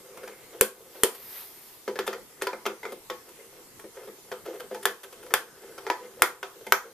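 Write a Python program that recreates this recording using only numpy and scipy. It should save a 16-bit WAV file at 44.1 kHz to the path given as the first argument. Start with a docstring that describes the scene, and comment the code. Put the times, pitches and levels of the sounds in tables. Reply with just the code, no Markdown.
"""A small screwdriver backs screws out of the plastic cover of a hollow case: its bit slips and snaps,
taps and scrapes. Each touch is a rough push that sets case, cover, bit and steel ringing as dying sines.
Dragging is many tiny slips; thread squeaks are narrow noise; a sleeve swishes past once as cloth noise.
Sparse echoes make a quiet furnished room, over steady hiss and a faint high whine.
The close stereo microphone's level ducks after loud snaps, and the highest peaks clip."""
import sys
import numpy as np
from scipy import signal
from scipy.io import wavfile
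from scipy.ndimage import uniform_filter1d

SR = 44100
rng = np.random.default_rng(int(sys.argv[2]) if len(sys.argv) > 2 else 0)


def put_to_file(sound):
    """Save the sound as 16-bit audio at rate SR, in the file named by the first command-line argument."""
    columns = np.atleast_2d(sound).T  # one column per channel
    safe = np.clip(columns, -1, 1)
    whole_steps = np.round(safe * 32767)
    wavfile.write(sys.argv[1], SR, whole_steps.astype(np.int16))


def decibels_to_gain(level_db):
    """Convert a level in decibels to a linear amplitude gain (20 dB per decade)."""
    exponent = np.asarray(level_db, float) / 20
    return 10 ** exponent


N = 305602

# single contacts: t/s, knock of the cover/dB, boom of the hollow case/dB, snap of steel on steel/dB
TOUCHES = [(0.169, -42, -43.5, -43.5), (0.23, -43, -35.5, -46), (0.272, -36.5, -42, -42.5),
           (0.609, -14.5, -13.5, -3.5), (0.95, -49, -42.5, -47), (1.033, -13.5, -15, -4),
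           (1.146, -43.5, -61, -36.5), (1.876, -30, -24, -42), (1.955, -33.5, -31, -43),
           (1.988, -20.5, -22.5, -28.5), (2.064, -34.5, -39, -32), (2.076, -21, -24, -28.5),
           (2.127, -29.5, -58, -40.5), (2.412, -33.5, -64, -43), (2.419, -21.5, -25.5, -24),
           (2.468, -20.5, -27, -31.5), (2.529, -30, -29, -58), (2.653, -27, -35, -38),
           (2.662, -19, -23, -27), (2.829, -32, -38.5, -45), (2.851, -27, -31, -53),
           (2.918, -44.5, -35, -40), (3.098, -25, -29.5, -36), (3.286, -51, -48, -47),
           (3.388, -55, -49, -58), (3.792, -44.5, -47.5, -43.5), (3.839, -50, -36, -62),
           (3.968, -45, -40, -73), (4.072, -46.5, -36, -59), (4.314, -31.5, -29.5, -41.5),
           (4.455, -41.5, -39, -44.5), (4.539, -60, -41, -51), (4.596, -36, -37, -39.5),
           (4.709, -44, -28, -58), (4.744, -33.5, -36, -40), (4.826, -41.5, -42.5, -37),
           (4.853, -12, -23.5, -12.5), (5.03, -40, -41.5, -38.5), (5.123, -44.5, -46, -42.5),
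           (5.225, -48, -47, -48), (5.259, -45, -52, -48), (5.303, -38.5, -39, -54),
           (5.337, -10, -24, -8.5), (5.615, -69, -45, -49.5), (5.777, -37, -39, -44),
           (5.865, -25.5, -30.5, -41), (5.899, -13, -26.5, -28.5), (6.054, -48, -52, -54),
           (6.219, -4, -20.5, -4.5), (6.428, -22, -32.5, -32), (6.607, -52, -42, -51),
           (6.664, -33.5, -34.5, -38.5), (6.721, -3.5, -22, -6.5)]
# ringing tones of the hollow case: f/Hz, relative level/dB, time to die by 60 dB/s
CASE_TONES = [(210.4, -13, 0.23), (286.5, -26.5, 0.42), (334.3, -4.5, 0.085), (362, -3.5, 0.12),
              (389.1, 1.5, 0.15), (458.4, 3, 0.094), (497.4, 1.5, 0.15), (527.7, 7, 0.034),
              (532, -38, 0.071), (670, -10.5, 0.088)]
# ringing tones of the plastic cover: f/Hz, relative level/dB, time to die by 60 dB/s
COVER_TONES = [(741, -15.5, 0.15), (891, -3.5, 0.052), (990, -8, 0.075), (1100, -14, 0.2),
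               (1262, -0.5, 0.018), (1398, -9, 0.016), (1383, 5, 0.011), (1560, 4, 0.017),
               (1724, -5.5, 0.039), (1855, 1.5, 0.016), (2085, 1, 0.026), (2320, -6, 0.018)]
# ringing tones of the screwdriver bit: f/Hz, relative level/dB, time to die by 60 dB/s
BIT_TONES = [(2653, 5.5, 0.0057), (3120, -3, 0.012), (3247, 0, 0.004), (3450, -0.5, 0.005),
             (4270, 3.5, 0.0027), (4840, -3.5, .004), (5720, 2, 0.0019), (6310, -5, 0.0018)]
# ringing tones of the steel: f/Hz, relative level/dB, time to die by 60 dB/s
STEEL_TONES = [(7800, -5, 0.0021), (9220, 2.5, 0.0027), (10300, -0.5, 0.003), (11660, 5, 0.0023),
               (12920, -7, 0.0075), (13780, -1, 0.0048)]
# colour of the sleeve's cloth noise: f/Hz, relative level/dB
CLOTH_COLOUR = [(200, -28), (500, -16.5), (2000, -17), (5000, -18.5), (7500, -25.5), (10000, -17.5),
                (13700, -7), (16000, -35)]
# colour of the background hiss: f/Hz, relative level per Hz/dB
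HISS_COLOUR = [(15, -31), (25, 14), (92, -32), (123, 1), (160, -8), (208, -3), (258, -3), (383, 2.5),
               (541, -7.5), (944, -5.5), (1480, -11), (1830, -9), (2150, -7.5), (2330, -12), (14100, -8)]
# left-right likeness of the background hiss: f/Hz, likeness (0 to 1)
HISS_LIKENESS = [(60, 0.37), (300, 0.73), (1400, 0.34), (3000, 0.011), (14000, 0.0097)]
# how long the room's echoes last: f/Hz, time to die by 60 dB/s
ROOM_DECAY = [(150, 0.48), (400, 0.21), (1000, 0.29), (3000, 0.23), (8000, 0.28), (14000, 0.22)]
# left-right likeness of the echoes: f/Hz, likeness (0 to 1)
ECHO_LIKENESS = [(150, 0.97), (400, 1), (1000, 0.85), (3000, 0.033), (14000, 0.043)]
# faint squeaks of the thread: start t/s, end t/s, f/Hz, width/Hz, level/dB
SQUEAKS = [(.05, 0.607, 2180, 250, -63), (5.438, 5.826, 1560, 120, -63.5), (5.927, 6.16, 1130, 151, -61),
           (6.44, 6.547, 1090, 150, -56)]
# steady pressure of the turning bit: t/s, level felt by the case/dB
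PRESSURE = [(0.0, -57.5), (0.3, -56), (0.55, -49.5), (0.77, -60), (1.05, -46.5), (1.3, -68), (1.9, -74.5),
            (2.9, -75.5), (3.4, -57.5), (3.85, -76), (4.4, -55), (5.1, -62.5), (5.3, -43), (5.45, -53.5),
            (5.65, -54), (6.25, -50), (6.46, -64), (6.7, -56), (6.93, -54.5)]
# short scrapes as the bit drags in the slot: start t/s, length/s, level felt by the case/dB
SCRAPES = [(.4, 0.071, -63), (1.877, 0.049, -40), (2.076, 0.094, -41), (2.287, 0.054, -56.5),
           (2.359, 0.059, -54.5), (2.649, 0.07, -37), (2.849, 0.1, -44.5), (3.498, 0.16, -63),
           (3.933, 0.15, -50.5), (4.441, 0.078, -38.5), (4.523, 0.052, -41.5), (4.7, 0.072, -41),
           (4.852, 0.059, -38)]


def evened(x):
    """Scales a sound to rms 1."""
    return x / np.sqrt(np.mean(x ** 2) + 1e-20)


def read(points, hz):
    """Reads a table between its points, on a log-frequency axis."""
    f, value = np.transpose(points)
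    return np.interp(np.log(hz + 1), np.log(f + 1), value)


def curve(s, db):
    """Turns a level curve into a gain for every sample."""
    return decibels_to_gain(np.interp(np.arange(N) / SR, s, db))


def add(mix, s, sound):
    """Mixes a sound in at a time in seconds."""
    part = mix[round(s * SR):][:len(sound)]
    part += sound[:len(part)]


def smoothed_twice(x, size):
    """Two running averages turn noise into a slow drift."""
    return uniform_filter1d(uniform_filter1d(x, size=size), size=size)


def noise(colour, same, patchy_db):
    """Stereo noise of a given colour, with slight patches drifting over time and pitch."""
    hz = np.fft.rfftfreq(1024, 1 / SR)
    a, b, c, d, patches = rng.standard_normal((N // 256 + 5, 513, 5)).T
    patches = uniform_filter1d(patches, size=12, axis=0)
    patches = evened(uniform_filter1d(patches, size=14, axis=1))
    same = np.clip(read(same, hz), -1, 1)[:, None]
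    left, other = a + 1j * b, c + 1j * d
    # the right side shares part of the left one's noise
    z = np.array([left, same * left + np.sqrt(1 - same ** 2) * other])
    z = z * decibels_to_gain(read(colour, hz)[:, None] + patchy_db * patches)
    return evened(signal.istft(z, nperseg=1024, noverlap=768)[1][:, :N])


def ring(modes, spot_db, sign=1):
    """Dying sines; the struck spot favours some; sign -1 starts neighbours opposed, so the ring swells."""
    hz, db, t60 = np.transpose(modes)[:, :, None]
    t = np.arange(SR // 4) / SR
    start = sign ** np.arange(len(modes))[:, None]
    fading = decibels_to_gain(db + spot_db[:len(modes), None] - 60 * t / t60)
    return (start * fading * np.sin(2 * np.pi * hz * t)).sum(0)


def radiated(x, hz):
    """A small part sends out little sound below its lowest tones."""
    return signal.sosfilt(signal.butter(4, hz, "high", fs=SR, output="sos"), x)


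def hiss():
    """The steady stereo hiss of the microphone is coloured random noise."""
    return decibels_to_gain(-50) * noise(HISS_COLOUR, HISS_LIKENESS, patchy_db=-2.2)


def whine():
    """A faint steady whine is one pure sine, alike on both sides."""
    hz, rms_db = 11800, -74
    return decibels_to_gain(rms_db) * np.sqrt(2) * np.sin(2 * np.pi * hz * np.arange(N) / SR)


def room(feeds):
    """Sparse echoes of random sign, each band dying at its own speed; each feed has its own pattern."""
    taps = np.zeros((len(feeds), 2, SR // 2))
    at = np.arange(120, SR // 2 - 10, 10)  # one echo in every 10 samples
    size = len(feeds), 2, len(at)
    np.put_along_axis(taps, at + rng.integers(0, 10, size), rng.choice([-1., 1.], size), 2)
    hz, t, z = signal.stft(taps, SR, nperseg=256)
    same = np.clip(read(ECHO_LIKENESS, hz), 0, 1)[:, None]
    left, other = z[:, 0], z[:, 1]
    z = np.stack([left, same * left + np.sqrt(1 - same ** 2) * other], axis=1)
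    fading = decibels_to_gain(-60 * t / read(ROOM_DECAY, hz)[:, None])
    tail = signal.istft(z * fading, SR, nperseg=256)[1]
    tail = tail / np.linalg.norm(tail[0, 0])
    return signal.fftconvolve(feeds[:, None], tail, axes=2).sum(0)[:, :N]


def sleeve():
    """Cloth noise swells as the arm nears, drops as it leaves and rustles on faintly until the arm rests."""
    closest_s, closest_db = 1.383, -39
    nearing, leaving = 33.5, 94  # dB per second
    rustle_db, rest_s = -52, 1.85
    t = np.arange(N) / SR
    slope = np.where(t < closest_s, nearing, leaving)
    sweep = decibels_to_gain(closest_db - slope * abs(t - closest_s))
    rustle = decibels_to_gain(rustle_db) * (t > closest_s) * np.clip((rest_s - t) * 10, 0, 1)
    return np.maximum(sweep, rustle) * noise(CLOTH_COLOUR, [(100, .7), (14000, .5)], patchy_db=1.2)


def squeaks():
    """Fuzzy whistles of the thread: noise through one narrow resonance, wavering in strength."""
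    out = np.zeros(N)
    for start, end, hz, width, db in SQUEAKS:
        grain, waver = rng.standard_normal((2, SR))[:, :round((end - start) * SR)]
        tone = evened(signal.lfilter(*signal.iirpeak(hz, hz / width, SR), grain))
        waver = decibels_to_gain(3.1 * evened(smoothed_twice(waver, 1500)))
        add(out, start, decibels_to_gain(db) * tone * waver * signal.windows.tukey(len(tone), .5))
    return out


def rubbing():
    """Uneven slips of the bit: coarse ones ring the case, fine dense ones the cover; steady ones clump."""
    cover_db, cover_follows = -61.5, 0.64  # level at -55 dB of pressure, and dB it rises per dB
    clumps = decibels_to_gain(4.0 * evened(smoothed_twice(rng.standard_normal(N), 900)))
    case = curve(*np.transpose(PRESSURE)) * clumps
    for start, length, db in SCRAPES:  # these run evenly, without clumps
        add(case, start, decibels_to_gain(db) * signal.windows.tukey(round(length * SR), .5))
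    cover = decibels_to_gain(cover_db) * (case / decibels_to_gain(-55)) ** cover_follows

    slips = decibels_to_gain(2.8 * np.minimum(rng.exponential(1, N), 4)) * rng.choice([-1, 1], N)
    chance = rng.random(N) * SR
    flat = np.zeros(12)  # no struck spot is favoured
    low = radiated(ring(CASE_TONES, flat, sign=-1), 270)
    high = evened(ring(COVER_TONES, flat)) + decibels_to_gain(-2) * evened(ring(BIT_TONES, flat))
    high = radiated(high, 414)
    out = np.zeros(N)
    for body, gain, slips_per_s in ((low, case, 400), (high, cover, 2500)):
        force = gain * evened(slips * (chance < slips_per_s))
        out += signal.fftconvolve(force, body / np.linalg.norm(body))[:N]
    return out


def touches():
    """Each contact is a rough push, then a brief skid, ringing four parts; returns direct and room-bound sound."""
    contact_s, quickens = 0.0013, 0.067  # contact time scale at -30 dB of knock; dB shorter per dB of knock
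    bit_share, bit_db = 0.32, -2.5  # the bit's click lies between knock and snap: share of the snap, offset
    bit_yields = 0.34  # dB the click falls behind per dB of hard blow
    # hard blows pull the cover's ring to one pitch: dB lost per octave away and dB of blow
    focus_hz, focus_from_db, focus = 1430, -15, 1.8
    thump_db, thump_per_snap, thump_per_knock = -18, 3.1, -0.53  # a low one-sided thump under the brightest snaps

    # one value for each of case, cover, bit, steel
    parts, signs = (CASE_TONES, COVER_TONES, BIT_TONES, STEEL_TONES), (-1, 1, 1, 1)
    lowest_hz = 250, 620, 1900, 5500
    grain = 1.27, 6.7, 37, 9  # heavy parts feel the push, light ones its grit; the cover only that of a skid
    brief = 2.4, 15.4, 1.4, 3  # how early in the contact each part has taken its push
    spread_db = -8.5, -3.5, -2.5, -7.5  # share of each part that reaches the walls
    uneven_db = 4.2, 6.3, 3.3, 1.7  # how much the struck spot changes each part's colour

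    out, around = np.zeros(N), np.zeros((3, N))
    t = np.arange(3000) / SR
    grit = rng.standard_normal((len(TOUCHES), 2, len(t)))
    spots = rng.standard_normal((len(TOUCHES), 4, 12))
    low_thump = np.exp(-t / 0.0015) * (1 - np.exp(-t / .0001))
    octaves_away = abs(np.log2(np.array(COVER_TONES)[:, 0] / focus_hz))
    for n, (row, (rough, lumps), spot) in enumerate(zip(TOUCHES, grit, spots)):
        s, knock_db, boom_db, snap_db = row
        s = s + .0015  # each contact starts 1.5 ms after its listed time
        u = t / contact_s * decibels_to_gain(quickens * (knock_db + 30))
        skid = min(.06 * decibels_to_gain(-.9 * (knock_db + 11.5)), .8)  # light touches skid on, hard blows are clean
        jolts = decibels_to_gain(4.05 * evened(uniform_filter1d(lumps, size=90)))
        press = np.sqrt(u) * np.exp(-u)
        drag = jolts * np.exp(-t / 0.0092) * (1 - np.exp(-t / 0.0023))
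        shape = (1 - skid) * press + skid * drag

        hard_db = max(knock_db - focus_from_db, 0)
        click_db = knock_db + bit_share * (snap_db - knock_db) + bit_db - bit_yields * hard_db
        focus_loss_db = focus * hard_db * octaves_away
        for k, db in enumerate((boom_db, knock_db, click_db, snap_db)):
            is_cover = k == 1
            roughness = grain[k] * (skid if is_cover else 1) * rough
            force = shape * (brief[k] * np.exp(-brief[k] * u) + roughness)
            spot_db = uneven_db[k] * spot[k] - is_cover * focus_loss_db
            body = radiated(ring(parts[k], spot_db, signs[k]), lowest_hz[k])
            sound = signal.fftconvolve(force, body)
            sound = decibels_to_gain(db) * sound / np.sqrt(2 * uniform_filter1d(sound ** 2, size=200).max())
            add(out, s, sound)
            # the walls get the part's smooth ring at equal energy, without the push's grit
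            smooth = np.linalg.norm(sound) / np.linalg.norm(body) * body
            add(around[n % len(around)], s, decibels_to_gain(spread_db[k]) * smooth)
        add(out, s, decibels_to_gain(thump_db + thump_per_snap * snap_db + thump_per_knock * knock_db) * low_thump)
    return out, around


def scene():
    """Mixes background, room and work; the work reaches the nearer side of the microphone one sample early."""
    move_s = 1.5  # the hands move from the right-hand screw to the left-hand one
    hits, around = touches()
    rub = rubbing() + squeaks()
    work = hits + rub
    late = np.roll(work, 1)
    at_right = np.arange(N) < move_s * SR
    direct = np.array([np.where(at_right, late, work), np.where(at_right, work, late)])
    direct = direct * decibels_to_gain([[.5], [-.5]])  # left a little louder, right a little softer
    echoes = room(around + decibels_to_gain(-10) * rub)
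    return direct + echoes + sleeve() + whine() + hiss()


def band_limit(x):
    """A steep low-pass at the top of the band."""
    return signal.sosfilt(signal.butter(12, 15380, fs=SR, output="sos"), x)


def record(dry):
    """Gain control ducks after loud snaps and recovers slowly; peaks clip, then the top treble is cut."""
    threshold_db, duck_per_db = -32, 0.27
    power_db = 10 * np.log10(abs(uniform_filter1d((dry ** 2).mean(0), size=400)) + 1e-12)
    fall = np.arange(N) * 63.0 / SR  # the held loudness sinks by 63 dB a second
    held_db = np.maximum.accumulate(power_db + fall) - fall
    over_db = np.maximum(held_db - threshold_db, 0)
    over_db = signal.lfilter([.0004], [1, .0004 - 1], over_db)  # the gain falls over some 60 ms
    clipped = np.clip(dry / decibels_to_gain(duck_per_db * over_db), -1, 1)
    band = signal.firwin(255, 14250, window=("kaiser", 7), fs=SR)  # top of the microphone's band in Hz
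    mix = signal.oaconvolve(clipped, band[None], "same", axes=1)
    return band_limit(mix)


dry = scene()
out = record(dry)
put_to_file(out)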